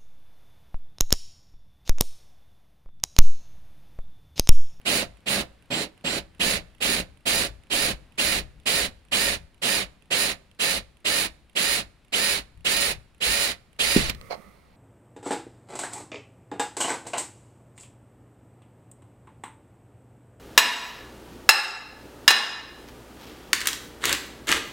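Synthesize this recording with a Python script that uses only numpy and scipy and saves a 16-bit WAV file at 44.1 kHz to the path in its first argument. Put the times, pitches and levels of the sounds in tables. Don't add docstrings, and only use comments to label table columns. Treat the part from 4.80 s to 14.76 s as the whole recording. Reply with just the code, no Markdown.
import sys
import numpy as np
from scipy import signal
from scipy.fft import rfft, irfft, next_fast_len
from scipy.io import wavfile
from scipy.ndimage import uniform_filter1d

SR = 44100
rng = np.random.default_rng(int(sys.argv[2]) if len(sys.argv) > 2 else 0)


def master(y):
    cut = np.clip(np.atleast_2d(y).T, -1, 1)
    pcm = np.round(cut * 32767)
    wavfile.write(sys.argv[1], SR, pcm.astype(np.int16))


N = 439236
T = np.arange(N) / SR


def undb(db):
    return 10 ** (np.asarray(db) / 20)


def unit(x):
    return x / np.sqrt(np.mean(x ** 2))


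def since(s):
    return np.maximum(T - s, 0)


def curve(rows):
    return undb(np.interp(T, *np.transpose(rows), left=-np.inf))


def burst(s, t60):
    out, span = np.zeros(N), slice(*np.searchsorted(T, [s, s + 2 * t60]))
    out[span] = undb(-60 * (T[span] - s) / t60)
    return out


def noise():
    return rng.standard_normal((2, N))


def walk(rate, size=N):
    hold = max(int(SR / rate), 1)
    steps = np.repeat(rng.standard_normal(size // hold + 1), hold)
    return 1.202 * uniform_filter1d(steps, hold)[:size]


def shape(x, response):
    size = next_fast_len(N + SR)
    hz = np.maximum(np.arange(size // 2 + 1) * SR / size, 1)
    return irfft(rfft(x, size) * response(hz), size)[..., :N]


def colour(x, points):
    hz, db = np.transpose(points)
    return shape(x, lambda f: undb(np.interp(np.log(f), np.log(hz), db)))


def ring(x, modes):
    return shape(x, lambda f: sum(undb(db) / (1 + 1j * (f * f - hz * hz) / (f * width))
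                                  for hz, width, db in modes))


def pan(x, right_db):
    return x * undb(np.array([[-right_db], [right_db]]) / 2)


def two_paths(x, lead_s=0.00019, scatter_rad=1.52):
    def response(f):
        scatter = scatter_rad * np.minimum(f / 2500, 1) * walk(14, size=len(f))
        return np.exp(1j * (scatter + 2 * np.pi * f * lead_s))
    return np.array([shape(x, response), x])


# f/Hz, relative level/dB
AIR_SPECTRUM = [(30, -2), (100, 1), (200, 0), (400, -9), (800, -12.5), (1300, -14.5), (2500, -16),
                (4000, -21), (6300, -31), (10000, -30), (13000, -39), (16000, -42)]


def outdoor_air(level_db=-61):
    air = colour(rng.standard_normal(N) + 0.39 * noise(), AIR_SPECTRUM)
    return unit(air) * undb(level_db + walk(1.4))


# start t/s, brake t/s, bite time constant/s, throttling (0 = full speed, 1 = held part way),
# lead of the click/s, panel boom level/dB
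PULLS = [(0.05, 0.228, 0.013, 0.22, 0.035, -42.5), (.456, 0.612, 0.025, 0.28, 0.085, -45),
         (0.901, 1.038, .006, 0.96, 0.077, -55), (1.239, 1.384, .008, 0.91, 0.062, -45),
         (1.593, 1.773, .013, 0.14, 0.045, -38), (2.001, 2.203, .022, 0.01, .052, -41),
         (2.453, 2.661, 0.0089, 0.02, .08, -38), (2.897, 3.114, 0.022, 0, 0.061, -39),
         (3.374, 3.592, .012, 0, 0.052, -39), (3.855, 4.061, .008, 0.01, 0.055, -43),
         (4.312, 4.549, 0.0098, 0, 0.061, -40.5), (4.815, 5.027, .012, 0, .07, -46),
         (5.302, 5.518, 0.0089, 0, 0.079, -48), (5.788, 5.98, .014, 0, .074, -45.5),
         (6.243, 6.46, .012, 0.01, .073, -47), (6.75, 7.005, .017, 0, 0.053, -46.5),
         (7.32, 7.586, .012, 0, .072, -47), (7.844, 8.121, 0.0093, 0.01, .07, -42.5),
         (8.401, 8.717, .022, 0, 0.054, -49.5), (8.987, 9.304, 0.0076, 0.02, 0.057, -42.5)]


def trigger(click_db=-57, second_db=-4, gap_s=0.034, t60=0.019):
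    first = undb(click_db) * sum(burst(start - lead, t60) for start, _, _, _, lead, _ in PULLS)
    second = undb(second_db) * np.interp(T - gap_s, T, first)
    plastic = colour(noise(), [(300, -15), (1500, -9), (2800, 6), (5000, -23), (10000, -3.5), (16000, -35)])
    return pan(unit(plastic), right_db=16) * (first + second)


def latest_pull():
    rows = np.array(PULLS)
    return rows[np.maximum(np.searchsorted(rows[:, 0], T) - 1, 0)].T


FULL_HZ, THROUGH_S = 381, 9.18


def motor(ease_s=.066, coast_s=.15, stall_s=.09, ease_t60=0.75, brake_t60=0.12, rattle_t60=0.15):
    start, brake, bite, throttling, _, _ = latest_pull()
    throttling = np.clip(throttling, 0, 1)
    part_way = throttling ** 2
    ease = np.minimum(brake - ease_s * (1 - .8 * part_way), THROUGH_S)
    age, eased, braked = since(start), since(ease), since(brake)
    spin_up_s = .023 + .35 * bite + .012 * part_way
    spun = 1 - np.exp(-age / spin_up_s)
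    coasting = np.exp(-eased / coast_s - braked / stall_s)
    hz = (FULL_HZ - 43.97 * throttling) * spun * coasting * (1 + .003 * walk(40))
    torque = np.minimum(1 - spun + .08 * (1 - coasting), 1)
    pressed = undb(-22 - 6 * part_way) * (1 - np.exp(-age / bite)) ** 1.25
    force = pressed * undb(-60 * (eased / ease_t60 + braked / brake_t60))
    treble = undb(2.5 - 7 * part_way) * spun ** 0.23 * coasting
    snag_db = 4 * np.exp(-age / 0.095) - 60 * braked / rattle_t60
    depth = np.cumsum(hz) / np.sum(hz)
    rattle = pressed * undb(np.interp(depth, [0, 1], [-10, -20.5]) + 5.5 * part_way + snag_db)
    chop = (part_way + 2.0 * np.exp(-age / 0.031)) * np.exp(-eased / .015)
    return hz, force, torque, chop, treble, rattle


# f/Hz, left relative level/dB, right relative level/dB
GRIND_SPECTRUM = [(396, -2, -2), (974, -15.5, -12), (2067, -11, 0.0), (3000, -12.5, -0.8), (3216, -6, -8.5),
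                  (4150, -8, 0.87), (5440, -9.5, -13), (6460, -19.5, -12.5), (6910, -21.5, -5),
                  (7730, -16.5, -14.5), (9230, -14, -7), (10580, -13, -8.5), (11830, -21, -18.5),
                  (15700.0, -19.5, -18.5)]


def grinding(turns, treble, worn_db=-5.0, carrier_ratio=4.5):
    flaws = rng.standard_normal(512)
    worn = np.interp(turns / carrier_ratio % 1 * 512, np.arange(512), flaws)
    grit = noise() * undb(walk(1800) + 0.98 * walk(150))
    contact = undb(worn_db) * two_paths(unit(worn)) + unit(grit)
    hz, *sides = np.transpose(GRIND_SPECTRUM)
    rasp = np.array([colour(x, np.c_[hz, db]) for x, db in zip(contact, sides)])
    rasp = unit(shape(rasp, lambda f: 1 / (1 + (480 / f) ** 4)))
    hiss = shape(rasp, lambda f: 1 / (1 + (6000 / f) ** 6))
    return rasp + (treble * undb(1.2 * walk(30)) - 1) * hiss


def shaft_tones(turns, partials, waver_db, slack_rad):
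    return sum(undb(db + waver_db * walk(50)) * np.sin(2 * np.pi * order * turns + slack_rad * walk(150))
               for order, db in partials)


# multiple of shaft speed,
# relative level/dB
MESH_ORDERS = [(1.49, -17.5), (4.923, -12.5), (7.848, -17), (10, -20), (13, -13.5)]
# multiple of shaft speed, relative level/dB
WHINE_ORDERS = [(.78, -24), (3.79, -32.5), (5.81, -25), (6.6, -27), (9.08, -34.5), (11.1, -20.5),
                (11.8, -47.5), (15.7, -25.5), (18.3, -21.5), (26, -17)]
# f/Hz, level/dB
HOUSING_RESPONSE = [(150, -14), (300, -3), (580, 0), (1000, -16), (1500, -8), (1800, 0), (5000, 0),
                    (12000, -3)]
# f/Hz, bandwidth/Hz, level/dB
HOUSING_MODE = [(3000, 950, 0)]


def gears(turns, torque, grate_db=14.0, chirp_db=7.5):
    mesh = shaft_tones(turns, MESH_ORDERS, waver_db=2, slack_rad=.12)
    faint = shaft_tones(turns, WHINE_ORDERS, waver_db=3, slack_rad=.25)
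    whine = colour(mesh + faint, HOUSING_RESPONSE)
    strained = shaft_tones(turns, [(10, -4), (13, 0), (15.7, -3)], waver_db=2.5, slack_rad=.4)
    strained = strained * torque * undb(2.5 * walk(700))
    grating = undb(grate_db) * torque * (1 - torque) * rng.standard_normal(N)
    chirps = ring(ring(strained + grating, HOUSING_MODE), HOUSING_MODE)
    return pan(two_paths(whine + undb(chirp_db) * chirps), right_db=4.5)


def whistle(hz, turns, chop_hz=7850, lower_db=-14, upper_db=-17):
    lower, upper = (np.sin(2 * np.pi * (chop_hz * T + side * 2 * turns)) for side in (-1, 1))
    return pan((undb(lower_db) * lower + undb(upper_db) * upper) * hz / FULL_HZ, right_db=17.5)


# f/Hz, relative level/dB, free decay T60/s
PANEL_MODES = [(53, -16, 0.28), (150, -11, 0.14), (203, 3, 0.053), (244.4, 0, 0.093), (314.7, 1, 0.037),
               (401, 3, 0.092), (523, 2.5, 0.045), (571, -2.5, 0.048), (617, -11, 0.051),
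               (750, -37.5, 0.086)]


def panel(force, damping=1):
    return ring(force, [(hz, damping * np.log(1000) / np.pi / t60, db) for hz, db, t60 in PANEL_MODES])


def panel_rattle():
    sheet = unit(panel(rng.standard_normal(N) * undb(2.25 * walk(250))))
    shaded = colour(sheet, [(150, 1), (300, -1.2), (600, -8.5)])
    return np.array([shaded, sheet])


def drill(rasp_db=-1.21):
    hz, force, torque, chop, treble, rattle = motor()
    turns = np.cumsum(hz) / SR
    rasp = undb(rasp_db) * grinding(turns, treble) * (1 - torque) ** 0.25
    rattling = panel_rattle() * rattle
    return force * (rasp + gears(turns, torque) + chop * whistle(hz, turns)) + rattling


# f/Hz, relative level/dB
BOOM_SPECTRUM = [(20, -9.5), (35, -11.5), (53, 1), (75, -9), (110, -13.5), (170, -16), (400, -69)]
# t/s, level/dB
SHOVES = [(3.69, -47), (3.78, -48), (7.79, -45.5), (8.16, -43), (8.49, -39.5)]


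def panel_boom(swell_s=0.091, linger_s=0.018, t60=0.46, shove_s=0.041, thump_db=-24, rest_db=-64):
    start, brake, _, _, _, boom_db = latest_pull()
    pulled = (1 - np.exp(-since(start) / swell_s)) * undb(boom_db - 60 * since(brake + linger_s) / t60)
    shoved = sum(undb(db) * np.exp(-((T - s) / shove_s) ** 2) for s, db in SHOVES)
    thumped = undb(thump_db) * burst(CHUCK_BLOWS[0][0], t60=0.64)
    envelope = np.sqrt(pulled ** 2 + shoved ** 2 + thumped ** 2 + undb(rest_db) ** 2)
    boom = unit(colour(rng.standard_normal(N) + 0.53 * noise(), BOOM_SPECTRUM))
    return pan(boom * envelope, right_db=-6.0)


# t/s, peak level/dB, contact time/s
CHUCK_BLOWS = [(9.163, -3, 0.0033), (9.1838, -23, 0.0027), (9.194, -24.5, 0.012), (9.244, -33, 0.016)]


def chuck_thumps():
    thumps = 0
    for s, db, contact_s in CHUCK_BLOWS:
        force = np.sin(np.pi * np.clip((T - s) / contact_s, 0, 1)) ** 2
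        blow = panel(np.gradient(force), damping=1.42)
        thumps = thumps - undb(db) * blow / np.abs(blow).max()
    return pan(thumps, right_db=3.0)


# t/s, relative level/dB, T60/s
STEEL_KNOCKS = [(9.295, -11.5, 0.038), (9.298, -10, 0.027), (9.348, -27, 0.022), (9.413, -23, 0.0068),
                (9.472, -45, .03), (9.53, -32, 0.017)]


def steel_clacks(knock_db=-12.5, crack_db=-22):
    spectrum = [(200, -1), (1000, -14), (2400, -1), (4200, -3.5), (6500, -13), (15000, -19)]
    steel = unit(colour(noise(), spectrum))
    landing_s, _, contact_s = CHUCK_BLOWS[0]
    crack = undb(crack_db) * burst(landing_s + contact_s, t60=0.071)
    knocks = sum(undb(db + knock_db) * burst(s, t60) for s, db, t60 in STEEL_KNOCKS)
    return pan(steel * (crack + knocks), right_db=8)


# t/s, level/dB
RUSH_ENVELOPE = [(8, -91), (9.2, -69), (9.45, -51.5), (9.65, -55), (9.96, -71)]
# f/Hz, relative level/dB
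RUSH_SPECTRUM = [(59, -32), (100, -16), (190, 1), (312, -14), (512, -8.5), (841, -28), (1250, -7),
                 (1530, -29), (2050, -11.5), (2730, -29), (6380, -32.5), (7530, -36), (8880, -29.5),
                 (10100, -32), (14000, -35)]


def soft_rush():
    rush = unit(colour(rng.standard_normal(N) + noise(), RUSH_SPECTRUM))
    return pan(rush * curve(RUSH_ENVELOPE), right_db=11.5)


# t/s, level/dB
SCRAPE_ENVELOPE = [(9.49, -59), (9.503, -41), (9.508, -30.5), (9.53, -34), (9.55, -39), (9.575, -63),
                   (9.7, -67)]
# f/Hz, bandwidth/Hz, relative level/dB
SAW_MODES = [(630, 260, 6.5), (867, 41, 3), (2130, 110, -4), (4150, 240, -3)]


def saw_scrape():
    rub = colour(noise() * undb(2.6 * walk(400)), [(250, -6), (550, 0), (4600, -1.5), (7000, -11)])
    return pan(unit(ring(rub, SAW_MODES)) * curve(SCRAPE_ENVELOPE), right_db=8)


def reflections(x, near_db=-19, near_t60=0.16, far_db=-27, far_t60=0.51):
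    t = T[:SR]
    near, far = (rng.standard_normal((2, SR)) * undb(-60 * t / t60) * (t > .004)
                 for t60 in (near_t60, far_t60))
    response = (undb(near_db) * unit(near) + undb(far_db) * unit(far)) / np.sqrt(SR)
    reflected = signal.fftconvolve(x, response, axes=1)[:, :N]
    return colour(reflected, [(150, 3.5), (700, 10.5), (3000, -1.0), (7000, -1.5), (15000, -8)])


def scene():
    direct = drill() + trigger() + chuck_thumps() + steel_clacks() + saw_scrape()
    return direct + reflections(direct) + panel_boom() + outdoor_air() + soft_rush()


def record(dry):
    return signal.sosfilt(signal.ellip(10, .2, 80, 15750, fs=SR, output="sos"), dry)


dry = scene()
out = record(dry)
master(out)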